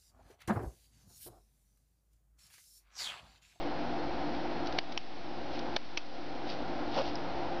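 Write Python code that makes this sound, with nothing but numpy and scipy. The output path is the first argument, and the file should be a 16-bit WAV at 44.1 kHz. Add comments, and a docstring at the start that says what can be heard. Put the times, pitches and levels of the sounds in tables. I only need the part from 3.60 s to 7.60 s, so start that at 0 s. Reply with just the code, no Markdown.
"""A computer fan hums over a steady hiss. In front of it, close to a small microphone on a desk,
a steel retractable pen is clicked twice, press and release: each snap is a rush of tiny contacts
as the cam slips, with a short ring from the barrel. The plunger scrapes faintly and the barrel
slides through the fingers. Each click makes the gain control duck the fan, which then swells back."""
import sys
import numpy as np
from scipy import signal
from scipy.fft import rfft, irfft
from scipy.io import wavfile
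from scipy.ndimage import uniform_filter1d

SR = 44100
rng = np.random.default_rng(int(sys.argv[2]) if len(sys.argv) > 2 else 0)


def file_out(sig):
    """Save sig as 16-bit WAV at sys.argv[1]."""
    # one column per channel
    cols = np.atleast_2d(sig).T
    # limit, then scale
    lim = np.clip(cols, -1, 1)
    pcm = np.round(lim * 32767).astype(np.int16)
    wavfile.write(sys.argv[1], SR, pcm)


N = 176400
TIME = np.arange(N) / SR

# colour of the air through the fan: f/Hz, level/dB
FAN_AIR_COLOUR = [(25, -13), (60, -3), (88, -14.5), (130, -7.5), (210, -5), (300, -1), (370, -2), (425, -6),
                  (520, -0.5), (630, -2.5), (790, 1), (950, -5.5), (1180, -13), (1380, -9.5), (1750, -15),
                  (2800, -19.5), (4400, -24.5), (6500, -24.5)]
# resonances of the computer case: f/Hz, rms level/dB, half-width/Hz
CASE_RESONANCES = [(60.15, -58.5, 6.4), (168, -56, 10), (245.8, -50, 7), (293.5, -46.5, 7),
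                   (350.4, -52, 11), (523.5, -55, 12), (761.2, -51, 7.3), (4244, -68.5, 14)]
# steady hum of motor and blades: f/Hz, rms level/dB
MOTOR_TONES = [(120, -57), (242.5, -53), (301.5, -52), (344.5, -47), (689, -49.5), (1254, -67),
               (4225, -67.5)]
# skin sliding on the barrel: t/s, level/dB, half-length/s
FINGER_RUBS = [(0.755, -48, 0.015), (1.947, -43, 0.031), (2.907, -38, 0.031), (3.380, -35.5, 0.036),
               (3.476, -42, .03)]
# colours of the finger rub and of the hollow palm scuff: f/Hz, level/dB
FINGER_COLOUR = [(600, -7.5), (1500, -14), (2400, -2.5), (3300, -1.5), (4500, -2.5), (5600, -1.5),
                 (7000, -6)]
PALM_COLOUR = [(150, -26.5), (350, -23), (530, 2), (750, -7.5), (1000, -11), (1400, -21), (2200, -31),
               (6000, -41)]
# small ticks of plunger and clip: t/s, level/dB, half-length/s, centre f/Hz, sharpness Q
PLUNGER_TICKS = [(1.062, -43.5, 0.0019, 4730, 2.5), (1.073, -37.5, 0.0027, 4800, 2),
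                 (1.126, -37, 0.0012, 4030, 1), (1.324, -34.5, 0.0037, 3780, 1),
                 (1.993, -36, 0.0019, 4300, 1.5), (2.316, -45, 0.0024, 4700, 2),
                 (3.556, -35, 0.0007, 5240, 6)]
# the button pressed home, and springing back: t/s, level/dB, build-up/s, decay/s, steel edge/dB
PRESS_SNAPS = [(1.1892, -10.5, 0.0013, 0.00098, -8), (2.1670, -1, 0.0012, 0.0014, 0)]
RELEASE_SNAPS = [(1.3772, -5, 0.00076, 0.0019, 4), (2.3752, -7.5, 0.0012, 0.0037, -3)]
# colour of each kind of snap: f/Hz, level/dB
PRESS_SNAP_COLOUR = [(150, -9.5), (400, -10.5), (750, 2), (1400, -8), (2400, -1.5), (3300, 0.5), (4400, 1),
                     (5400, -4), (6500, -8), (10000, -5)]
RELEASE_SNAP_COLOUR = [(150, -2.5), (400, -12), (800, -3), (1500, -13.5), (2300, -2.5), (3150, 2.5),
                       (4100, -5.5), (5200, -1), (6500, 0), (10000, -6)]
# modes of the barrel, damped by the hand: f/Hz, gain/dB, t60/s
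BARREL_MODES = [(2450, -51, 0.013), (3200, -42, .012), (3550, -44, 0.036), (4750, -42, 0.034),
                (5520, -37.5, 0.011)]
# colour of the hiss: f/Hz, level/dB
HISS_TILT = [(50, 2.4), (1000, 1.8), (3000, -0.91), (7000, -1.5)]
# treble loss of the recorder: f/Hz, gain/dB
TREBLE_LOSS = [(4300, -0.5), (5000, -2.5), (5700, -8), (6300, -19.5), (6900, -27), (7500, -43)]


def from_db(db):
    """Decibels to gain."""
    return 10 ** (np.asarray(db) / 20)


def unit_rms(x):
    """Scale to unit rms."""
    return x / np.sqrt(np.mean(x ** 2) + 1e-20)


def equalise(x, curve):
    """EQ along a curve of f/Hz, gain/dB points."""
    hz, db = np.transpose(curve)
    bins = np.maximum(np.fft.rfftfreq(N, 1 / SR), 1)
    gain_db = np.interp(np.log(bins), np.log(hz), db)
    return irfft(rfft(x) * from_db(gain_db), N)


def noise(colour):
    """Coloured noise of unit rms."""
    return unit_rms(equalise(rng.standard_normal(N), colour))


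def swell(peak_s, half_s):
    """A bell-shaped fade in and out."""
    return np.exp(-.5 * ((TIME - peak_s) / half_s) ** 2)


def fan(air_db=-38):
    """The bed: rushing air, the narrow case resonances it stirs, and the hum of motor and blades."""
    bins = np.fft.rfftfreq(N, 1 / SR)
    bed = from_db(air_db) * noise(FAN_AIR_COLOUR)
    for hz, db, half_width_hz in CASE_RESONANCES:
        phases = np.exp(2j * np.pi * rng.random(len(bins)))
        band = phases / (1 + ((bins - hz) / half_width_hz) ** 2)
        bed += from_db(db) * unit_rms(irfft(band, N))
    for hz, db in MOTOR_TONES:
        bed += from_db(db) * np.sqrt(2) * np.sin(2 * np.pi * (hz * TIME + rng.random()))
    return bed


def reflections(x, db, t60_s):
    """Nearby surfaces throw the sound back as a diffuse, dying tail."""
    tail = rng.standard_normal(N) * np.exp(-np.log(1000) * np.minimum(TIME / t60_s, 10))
    tail /= np.sqrt(np.sum(tail ** 2))
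    return from_db(db) * signal.fftconvolve(x, tail)[:N]


def finger_rubs(grain_db=2.5, grain_hz=300):
    """Skin sticks and slips on the steel in soft, grainy strokes."""
    lowpass = signal.butter(2, grain_hz, fs=SR, output="sos")
    slips = unit_rms(signal.sosfilt(lowpass, rng.standard_normal(N)))
    strokes = sum(from_db(db) * swell(t, half_s) for t, db, half_s in FINGER_RUBS)
    return strokes * unit_rms(noise(FINGER_COLOUR) * from_db(grain_db * slips))


def palm_scuff(db=-27.5):
    """One hollow scuff of the palm as the grip changes."""
    return from_db(db) * swell(peak_s=3.387, half_s=0.022) * noise(PALM_COLOUR)


def plunger_ticks():
    """The plunger and clip catch lightly, each tick a speck of band-passed grit."""
    ticks = np.zeros(N)
    for t, db, half_s, hz, q in PLUNGER_TICKS:
        grit = signal.lfilter(*signal.iirpeak(hz, q, fs=SR), rng.standard_normal(N))
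        ticks += from_db(db) * swell(t, half_s) * unit_rms(grit)
    return ticks


def barrel_ring(hits, hz, t60_s):
    """One mode of the steel barrel rings on after each hit."""
    decay = np.exp(-np.log(1000) / (t60_s * SR))
    angle = 2 * np.pi * hz / SR
    return signal.lfilter([0, np.sin(angle)], [1, -2 * decay * np.cos(angle), decay ** 2], hits + 1e-18)


def cam_snaps(snaps, colour, contacts_per_s=7000, edge_from_hz=5200, edge_full_hz=10000):
    """The cam slips with a rush of tiny contacts that builds up to the stop and dies at once."""
    hits = np.zeros(N)
    for t, db, rise_s, decay_s, edge_db in snaps:
        log_envelope = np.minimum((TIME - t) / rise_s, (t - TIME) / decay_s)
        envelope = np.exp(np.maximum(log_envelope, -40))
        contacts = (rng.random(N) < contacts_per_s / SR) * rng.choice([-1, 1], N)
        burst = equalise(envelope * contacts, colour)
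        burst = equalise(burst, [(edge_from_hz, 0), (edge_full_hz, edge_db)])  # steel edge: a high shelf
        makeup = np.sqrt(np.sum(envelope ** 2) / np.sum(burst ** 2))
        hits += from_db(db) * makeup * burst
    return hits


def button_clicks():
    """The snaps of press and release set the barrel ringing briefly."""
    hits = cam_snaps(PRESS_SNAPS, PRESS_SNAP_COLOUR) + cam_snaps(RELEASE_SNAPS, RELEASE_SNAP_COLOUR)
    return hits + sum(from_db(db) * barrel_ring(hits, hz, t60_s) for hz, db, t60_s in BARREL_MODES)


def scene():
    """The mono mix: pen and hand over the desk, in front of the fan."""
    pen = button_clicks() + plunger_ticks()
    desk = reflections(pen, db=-7, t60_s=0.023)
    room = reflections(pen, db=-17.5, t60_s=0.093)
    return (pen + desk + room + finger_rubs() + palm_scuff() + fan())[None]


def gain_control(x, threshold_db=-23.5, duck_db_per_db=0.92, sense_s=0.00091, attack_s=0.00058,
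                 release_s=0.3):
    """Peaks over the threshold duck the whole mix at once; the gain creeps back."""
    power = uniform_filter1d(x ** 2, int(sense_s * SR))
    level_db = 10 * np.log10(np.abs(power) + 1e-12)
    duck_db = duck_db_per_db * np.maximum(level_db - threshold_db, 1e-6)
    release = TIME / release_s
    held_db = np.exp(np.maximum.accumulate(np.log(duck_db) + release) - release)  # decaying peak hold
    pole = np.exp(-1 / (attack_s * SR))
    return x * from_db(-signal.lfilter([1 - pole], [1, -pole], held_db))


def converter(x, rate_hz=16000, step_db=-42.5):
    """A slow, coarse converter: its steps make quiet moments grainy."""
    steps = signal.resample(x, N * rate_hz // SR) / from_db(step_db)
    crushed = np.round(steps + .5) - .5
    return signal.resample(crushed, N) * from_db(step_db)


def record(dry, hiss_db=-53, cutoff_hz=7800, dc_offset=-.0177):
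    """The chain: gain control, hiss, a coarse converter, a dulled top end and a DC offset."""
    ducked = gain_control(dry[0])
    grainy = converter(ducked + from_db(hiss_db) * noise(HISS_TILT))
    dulled = equalise(grainy, TREBLE_LOSS)
    high_cut = signal.cheby2(12, 60, cutoff_hz, fs=SR, output="sos")
    return signal.sosfilt(high_cut, dulled)[None] + dc_offset


dry = scene()
out = record(dry)
file_out(out)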